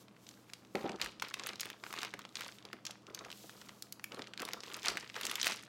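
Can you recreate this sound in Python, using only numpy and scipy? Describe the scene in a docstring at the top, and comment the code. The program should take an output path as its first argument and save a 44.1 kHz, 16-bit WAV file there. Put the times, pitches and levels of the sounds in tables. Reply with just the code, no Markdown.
"""Faint snaps, a fine crinkle and a hiss: a plastic freezer bag of raw chicken is pressed flat and sealed,
then lifted and laid down on a stone kitchen counter. Creases buckle and ring small patches of film,
and fingers make friction noise along the zip strip. A hand bumps an empty plastic tub, whose walls ring.
The meat shifts and flops softly, and an appliance hums in the small, reverberant room."""
import sys
import numpy as np
from scipy import signal
from scipy.fft import rfft, irfft, next_fast_len
from scipy.io import wavfile
from scipy.ndimage import uniform_filter1d, map_coordinates

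SR = 44100
rng = np.random.default_rng(int(sys.argv[2]) if len(sys.argv) > 2 else 0)


def master(y):
    """Save y as 16-bit WAV."""
    cut = np.clip(np.atleast_2d(y).T, -1, 1)
    pcm = np.round(cut * 32767)  # scale
    wavfile.write(sys.argv[1], SR, pcm.astype(np.int16))


N = 250488
CREAK_S, CLICK_S = .003, .005  # creak ahead of a snap; nominal length of a click


def snaps():
    """Snap-through buckling: each large crease rings a patch of film; taut ones add a brief sharp edge."""
    # Each row: time in seconds, relative level in dB, patch pitch in Hz, relative edge strength in dB.
    creases = [(.083, -58.5, 2380, -21), (.165, -62, 1400, -24.5), (0.2672, -54.5, 4200, -19),
               (.29, -50.5, 5360, -6), (0.311, -58, 5060, -13), (0.499, -55.5, 2300, -24),
               (0.5351, -44, 3920, -5), (.6492, -60, 1990, -19), (0.754, -37.5, 2620, -16),
               (0.8938, -42.5, 1340, -33), (1.0152, -32, 3040, -9.5), (1.0232, -39, 3360, -14),
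               (1.0607, -41, 2380, -9), (1.1983, -45.5, 3600, -31), (1.2221, -34.5, 1244, -7.5),
               (1.2245, -40, 3650, -24), (1.2853, -53, 3810, 2), (1.31, -49, 1487, -30),
               (1.3402, -35.5, 2670, -7.5), (1.3962, -41, 3130, -26), (1.4365, -44, 3920, -24),
               (1.4625, -42, 3325, -11), (1.4696, -41, 1977, 5), (1.4905, -39.5, 3070, -16),
               (1.5332, -48, 1960, -23), (1.5573, -49, 4020, -10), (1.597, -41, 4340, -17),
               (1.6076, -38, 6750, 4.5), (1.613, -40.5, 3765, -12), (1.6321, -42, 2240, -23),
               (1.6559, -45.5, 2300, 1), (1.7012, -43.5, 2340, -4), (1.838, -42, 1439, -27),
               (1.8649, -45.5, 1588, -20), (1.9271, -44, 2350, 2), (1.939, -41, 1270, -14),
               (1.9762, -45, 1750, -25), (1.9874, -40, 3040, -23), (2.018, -44, 3940, -8),
               (2.0311, -36.5, 1720, -8), (2.0491, -41.5, 2640, -8), (2.1387, -40, 1490, -14),
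               (2.192, -45.5, 1390, -5), (2.2512, -46, 1180, -31), (2.355, -39, 3470, -18),
               (2.3692, -41.5, 3212, -21), (2.4084, -40.5, 1806, -2.5), (2.42, -45, 2283, -21),
               (2.5854, -54.5, 3120, -29), (2.6521, -48.5, 3754, -11), (2.7301, -42.5, 1832, -10),
               (2.8528, -42.5, 5240, -6), (2.8664, -39, 3900, -10), (2.873, -52, 2327, -26),
               (2.909, -46, 5960, -9), (3.068, -54, 3440, -24), (3.1473, -40.5, 5260, -1.5),
               (3.1905, -46.5, 3580, -29), (3.2487, -47.5, 2520, -19), (3.303, -47.5, 3056, -20),
               (3.3155, -48, 3830, -4), (3.327, -47, 2860, -18), (3.495, -49, 1580, -17),
               (3.615, -52, 2990, -25), (3.692, -48, 1720, -31), (3.8235, -43.5, 6960, 3),
               (3.9244, -45.5, 5650, 7.5), (3.9958, -51, 1448, -30), (4.0415, -39.5, 2617, 2.5),
               (4.1202, -46, 2380, -24), (4.1932, -46, 1436, -19), (4.2201, -44, 3810, -24),
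               (4.2715, -49.5, 3000, -27), (4.336, -45.5, 1873, -20), (4.3765, -43.5, 3430, -15),
               (4.396, -42.5, 1792, -26), (4.4018, -45, 2390, -4), (4.4193, -41.5, 1905, 1),
               (4.4518, -43.5, 4300, 3.5), (4.4875, -41, 1500, -11), (4.534, -37.5, 3230, -3),
               (4.605, -47, 4364, -26), (4.6353, -45.5, 3996, -16), (4.7428, -40.5, 3240, -24),
               (4.7673, -51.5, 1709, 6), (4.8315, -45.5, 3128, -7), (4.8592, -34.5, 2980, -13),
               (4.8687, -39, 2357, -19), (4.872, -39.5, 1900, -16), (4.8834, -29, 4170, -12.5),
               (4.9716, -35, 2430, -11.5), (4.9766, -41.5, 2260, -26), (5.0988, -46, 2200, -27),
               (5.1644, -41, 1820, -30), (5.212, -42, 2500, 2), (5.2329, -39.5, 3614, -10),
               (5.2527, -36.5, 5220, -4.5), (5.2672, -37, 5650, -3), (5.297, -39, 4110, -17),
               (5.3132, -36, 2291, 0), (5.3557, -35.5, 4400, -1), (5.3987, -40, 3866, -25),
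               (5.4145, -32.5, 5860, -27), (5.4297, -32, 4340, -6), (5.444, -34, 3170, -23),
               (5.469, -29, 1613, -2.5), (5.5208, -37.5, 2880, -15)]
    times, db, hz, edge_db = np.transpose(creases)
    force = buckling(len(times), crack_t60=0.0032, flutter_t60=0.019, flutter_db=1, lead_db=-23, jolt=4.1)
    patch = filtered(force, lambda f: film(f, hz[:, None], q=1.21, body_hz=1850, body_q=0.057, dull_hz=7270))
    crack = buckling(len(times), crack_t60=0.0037, flutter_t60=0.014, flutter_db=-6, lead_db=-28, jolt=1.9)
    edge = filtered(crack, lambda f: resonance(f, 10300, q=1.0) ** 2)
    clicks = levelled(patch) + amp(edge_db - 6.5)[:, None] * levelled(edge)
    return placed(times - CREAK_S, amp(db + 1.3)[:, None] * clicks)


def crinkle(level_db, pitch_hz, count=1500, spread=0.52, range_db=19, crowding=.7):
    """Crackling noise: tiny random creases give way, more densely the harder the film is worked."""
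    density = amp(crowding * level_db)
    density /= density.mean()
    at = np.searchsorted(np.cumsum(density), (np.arange(count) + rng.random(count)) * (N - 1) / count)
    hz = (pitch_hz[at] * np.exp(spread * rng.standard_normal(count)))[:, None]
    force = buckling(count, crack_t60=.005, flutter_t60=.02, flutter_db=-10, lead_db=-13, jolt=3)
    ticks = filtered(force, lambda f: film(f, hz, q=1.02, body_hz=2300, body_q=0.33, dull_hz=2.08 * hz))
    # Ticks that sound together add in power, so they share the level.
    overlap = density[at] * count * CLICK_S * SR / N
    sizes = unit(amp(range_db * rng.random(count) ** 2)) * amp(level_db[at] - 3.0) / np.sqrt(overlap)
    return placed(at / SR, sizes[:, None] * levelled(ticks))


def buckling(count, crack_t60, flutter_t60, flutter_db, lead_db, jolt):
    """Elastic instability: the force of a flipping crease is a creak, a jolt and crack, then flutter."""
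    t = np.arange(SR // 50) / SR - CREAK_S
    crack = (t >= 0) * amp(-60 * np.abs(t) / crack_t60)
    flutter = amp(flutter_db - 60 * np.abs(t) / flutter_t60) * np.where(t < 0, amp(lead_db), 1)
    stutter = amp(4 * unit(uniform_filter1d(rng.standard_normal((count, len(t))), size=40, axis=1)))
    force = rng.standard_normal((count, len(t))) * (crack + flutter * stutter)
    force[:, np.argmax(t >= 0) + 2] += jolt * rng.choice([-1, 1], count)
    return force


def film(f, hz, q, body_hz, body_q, dull_hz):
    """Resonators in series: a patch's own pitch on the whole bag's broad response, dulled at the top."""
    return resonance(f, hz, q) * resonance(f, body_hz, body_q) / np.sqrt(1 + (f / dull_hz) ** 8)


def handling():
    """Relaxation: film gives at once, settles slowly. The strongest grip sets levels and crease pitch."""
    # The hands press, lift or lay down the bag. Each row: start in seconds, hold in seconds,
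    # relative crinkle level in dB, relative meat level in dB, typical crease pitch in Hz.
    grips = [(0.254, .36, -68, -78, 2310), (0.759, .15, -51, -60, 1840), (1.005, .02, -42, -54, 2400),
             (1.237, .02, -46, -60, 2275), (1.379, .12, -49, -57.5, 2080), (1.619, .07, -50, -62, 1930),
             (1.841, .06, -55, -58.5, 1707), (1.937, .11, -47, -59, 1839), (2.16, .09, -59, -73, 1750),
             (2.374, .09, -49, -66, 2130), (2.603, .15, -62, -70, 2100), (2.873, .02, -53, -62.5, 2308),
             (3.09, .01, -62, -59, 2510), (3.16, .11, -56, -59, 2020), (3.522, .2, -61, -67.5, 2070),
             (4.126, .09, -53, -56, 1950), (4.389, .15, -49, -54, 1997), (4.629, .16, -51, -61, 2197),
             (4.852, .03, -37, -48.5, 2280), (4.953, .08, -50, -61, 2140), (5.147, .26, -44, -58.5, 2325),
             (5.45, .025, -32, -50, 2900)]
    start, hold, crinkle_db, meat_db, hz = np.transpose(grips)
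    levels = gestures(start, hold, crinkle_db, rise=649.5, sag=0, fall=170)
    strongest, film_db = levels.argmax(axis=0), levels.max(axis=0)
    shifting_db = film_db + (meat_db - crinkle_db)[strongest]
    # The floors belong to a hand that only holds the bag.
    return np.maximum(film_db, -73), np.maximum(shifting_db, -75), hz[strongest]


def slide(crinkle_db, rub_db=-13, tilt_db_per_octave=3):
    """Stick-slip friction: a finely rasping hiss, brighter for a fingertip than for film on film."""
    # Fingers run along zip strip and film. Each row: start and length in seconds, relative level in dB.
    strokes = [(0, .02, -57), (0.246, 0.395, -59), (0.765, 0.07, -56.5), (1.873, .15, -51.5),
               (2.378, .2, -55.5), (3.363, 0.52, -51), (4.05, .15, -63), (4.68, .3, -55.5),
               (5.18, .2, -50.5)]
    # Friction spectrum. Each row: frequency in Hz, relative spectral density in dB.
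    hiss = [(1000, -26), (2200, -0.5), (3500, 3.5), (7500, -0.5), (9000, -7), (13000, -6.5), (16000, -13)]
    # The finger speeds up, slows and lets go.
    stroke_db = gestures(*np.transpose(strokes), rise=174, sag=22.5, fall=310).max(axis=0)
    brighter = [(hz, db + tilt_db_per_octave * np.log2(hz)) for hz, db in hiss]
    rasp = unit(amp(1.5 * wobble(58) + 2.0 * wobble(1000)))
    fingertip = amp(stroke_db) * noise(brighter)
    film_on_film = amp(crinkle_db + rub_db) * noise(hiss)
    return amp(-7.5) * rasp * (fingertip + film_on_film)


def tub(contacts=3, chatter_s=0.00452, loss_db=5.5):
    """Modal ringing: the tub's rim rebounds after a bump; each contact rings the walls at new strengths."""
    # The tub knocks on the counter. Each row: time in seconds, relative peak level in dB.
    bumps = [(.749, -24), (.774, -34), (.805, -38), (.841, -31), (.854, -29), (.895, -31), (.92, -39),
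             (0.942, -37)]
    # Each row: frequency in Hz, relative level in dB, time to decay by 60 dB in seconds.
    wall_modes = [(204.7, -4, 0.092), (266, 0.5, 0.027), (331, -4.5, 0.097), (429, 5.5, 0.028),
                  (600, -4.5, 0.05), (785, -7, 0.16), (896, -4, 0.044), (1320, -8.5, 0.055)]
    t = np.arange(SR // 4) / SR
    touches = [(at + k * chatter_s, peak_db - k * loss_db) for at, peak_db in bumps for k in range(contacts)]
    times, db = np.transpose(touches)
    modes = np.array([amp(level - 60 * t / t60) * np.sin(2 * np.pi * hz * t) for hz, level, t60 in wall_modes])
    shape = (len(times), len(wall_modes))
    strengths = amp(rng.normal(0, 1.4, shape)) * rng.choice([-1, 1], shape)
    dull = lambda f: resonance(f, 275, q=0.99) * resonance(f, 395, q=0.52) * resonance(f, 843, q=0.63)
    scuff = filtered(rng.standard_normal((len(times), len(t))) * amp(-60 * t / 0.073), dull)
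    rings = (strengths @ modes + amp(20.5) * scuff) * (1 - np.exp(-t / .001))
    rings = filtered(rings, lambda f: resonance(f, 400, q=.2))  # thin walls radiate little deep bass
    return placed(times, rings * amp(db - .5)[:, None] / np.abs(rings).max(axis=1, keepdims=True))


def meat(level_db):
    """Heavily damped impacts: wet meat shifts in lumps, pats the film and flops under its own weight."""
    # Each row: frequency in Hz, relative spectral density in dB.
    shifting_spectrum = [(60, -13), (140, -7.5), (210, -1.5), (450, 5.5), (800, -4.5), (1250, 3.5),
                         (2600, -35)]
    # Each row: time in seconds, relative peak level in dB.
    soft_pats = [(1.984, -50), (2.139, -48.5), (2.651, -50.5), (2.732, -47), (3.44, -49.5), (4.127, -51),
                 (4.192, -41.5), (4.882, -44), (4.952, -46.5)]
    # The full bag meets the counter. Each row: time in seconds, relative level in dB.
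    flops = [(1.025, -48), (4.89, -56)]
    lumps = amp(11 * np.tanh(wobble(110)))
    shifting = amp(level_db + 3.0) * unit(noise(shifting_spectrum) * lumps)
    t = np.arange(SR // 4) / SR
    pat_times, pat_db = np.transpose(soft_pats)
    bursts = rng.standard_normal((len(pat_times), len(t))) * amp(-60 * t / 0.087)
    pats = filtered(bursts, lambda f: resonance(f, 350, q=0.61) ** 2)
    pats *= amp(pat_db + 5.0)[:, None] / np.abs(pats).max(axis=1, keepdims=True)
    flop_times, flop_db = np.transpose(flops)
    thud = np.sin(2 * np.pi * 52 * t) * amp(-60 * t / 0.15) * (1 - np.exp(-t / 0.0095))
    return shifting + placed(pat_times, pats) + placed(flop_times, amp(flop_db)[:, None] * thud)


def kitchen(x, positions=24):
    """Diffuse reverberation: the bass lingers longest, and the echoes change as the bag moves."""
    # Each row: frequency in Hz, time to decay by 60 dB in seconds.
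    reverberation_times = [(150, 0.93), (1000, 0.27), (4000, 0.46), (14000, 0.21)]
    hz, t, spectra = signal.stft(rng.standard_normal((positions, SR // 2)), SR, nperseg=256)
    decay = amp(-60 * t / along(reverberation_times, hz)[:, None])
    tails = signal.istft(spectra * decay, SR, nperseg=256)[1]
    tails *= 1 - np.exp(-np.arange(tails.shape[1]) / SR / 0.0012)
    tails /= np.linalg.norm(tails, axis=1, keepdims=True)
    step = N // positions + 1
    pieces = np.pad(x, (0, step * positions - N)).reshape(positions, step)
    return placed(np.arange(positions) * step / SR, signal.fftconvolve(pieces, tails, axes=1))


def background():
    """A line spectrum over broadband noise: an appliance hums with wandering phase in still room air."""
    # Each row: frequency in Hz, rms level in dB.
    hum_tones = [(119.5, -72), (201, -71), (318, -74)]
    # Each row: frequency in Hz, relative spectral density in dB.
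    air_spectrum = [(25, -42), (50, -14), (100, -5), (200, 4), (400, -3.5), (800, -8), (2000, -17.5),
                    (6000, -24.5), (9000, -30), (16000, -37)]
    t = np.arange(N) / SR
    hum = sum(amp(db) * np.sqrt(2) * np.sin(2 * np.pi * hz * t + hz / 300 * wobble(9))
              for hz, db in hum_tones)
    return hum + amp(-64.5) * noise(air_spectrum)


def gestures(start, hold, db, rise, sag, fall):
    """Exponential envelopes in dB, one row a movement: rise, sag while held, fall, all in dB per second."""
    t = np.arange(N) / SR - start[:, None]
    held = np.clip(t, 0, hold[:, None])
    return db[:, None] + rise * np.minimum(t, 0) - sag * held - fall * np.maximum(t - held, 0)


def resonance(f, hz, q):
    """Causal band-pass response of a damped oscillator."""
    return 1j * f * hz / q / (hz * hz - f * f + 1j * f * hz / q)


def filtered(x, response):
    """Linear filtering: the spectrum of each row times a frequency response."""
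    n = x.shape[-1]
    padded = next_fast_len(n + n // 2)
    return irfft(rfft(x, padded) * response(np.fft.rfftfreq(padded, 1 / SR)), padded)[..., :n]


def noise(spectrum):
    """Spectral shaping: coloured noise of rms 1."""
    return unit(filtered(rng.standard_normal(N), lambda f: amp(along(spectrum, f))))


def wobble(rate):
    """Smooth random modulation, with rate knots a second."""
    return map_coordinates(rng.standard_normal(int(N * rate / SR) + 4), [np.arange(N) * rate / SR])


def placed(times, sounds):
    """Superposition of short sounds, one a row, at their times in seconds."""
    at = np.round(np.abs(times) * SR).astype(int)[:, None] + np.arange(sounds.shape[1])
    return np.bincount(at.ravel(), sounds.ravel(), N)[:N]


def levelled(clicks):
    """Equal energy: each row carries that of CLICK_S seconds at rms 1."""
    return clicks / np.sqrt(np.sum(clicks ** 2, axis=1, keepdims=True) / (SR * CLICK_S))


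def along(points, hz):
    """Interpolation of (Hz, value) points on a logarithmic frequency axis."""
    frequencies, values = np.transpose(points)
    return np.interp(np.log(hz + 1), np.log(frequencies + 1), values)


def amp(db):
    """Decibels as an amplitude ratio."""
    return 10 ** (np.asarray(db) / 20)


def unit(x):
    """Normalisation to rms 1."""
    return x / np.sqrt(np.mean(x ** 2) + 1e-20)


def scene():
    """Direct and diffuse fields add: bag and tub close by, the room behind them."""
    crinkle_db, meat_db, pitch_hz = handling()
    direct = snaps() + crinkle(crinkle_db, pitch_hz) + slide(crinkle_db) + meat(meat_db) + tub()
    return (direct + amp(-14) * kitchen(direct) + background())[None]


def record(dry):
    """Band limiting: the small microphone sheds deep bass, and nothing above 16 kHz is kept."""
    thinned = signal.sosfilt(signal.butter(4, 42, "highpass", fs=SR, output="sos"), dry)
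    return filtered(thinned, lambda f: f < 16000)


dry = scene()
out = record(dry)
master(out)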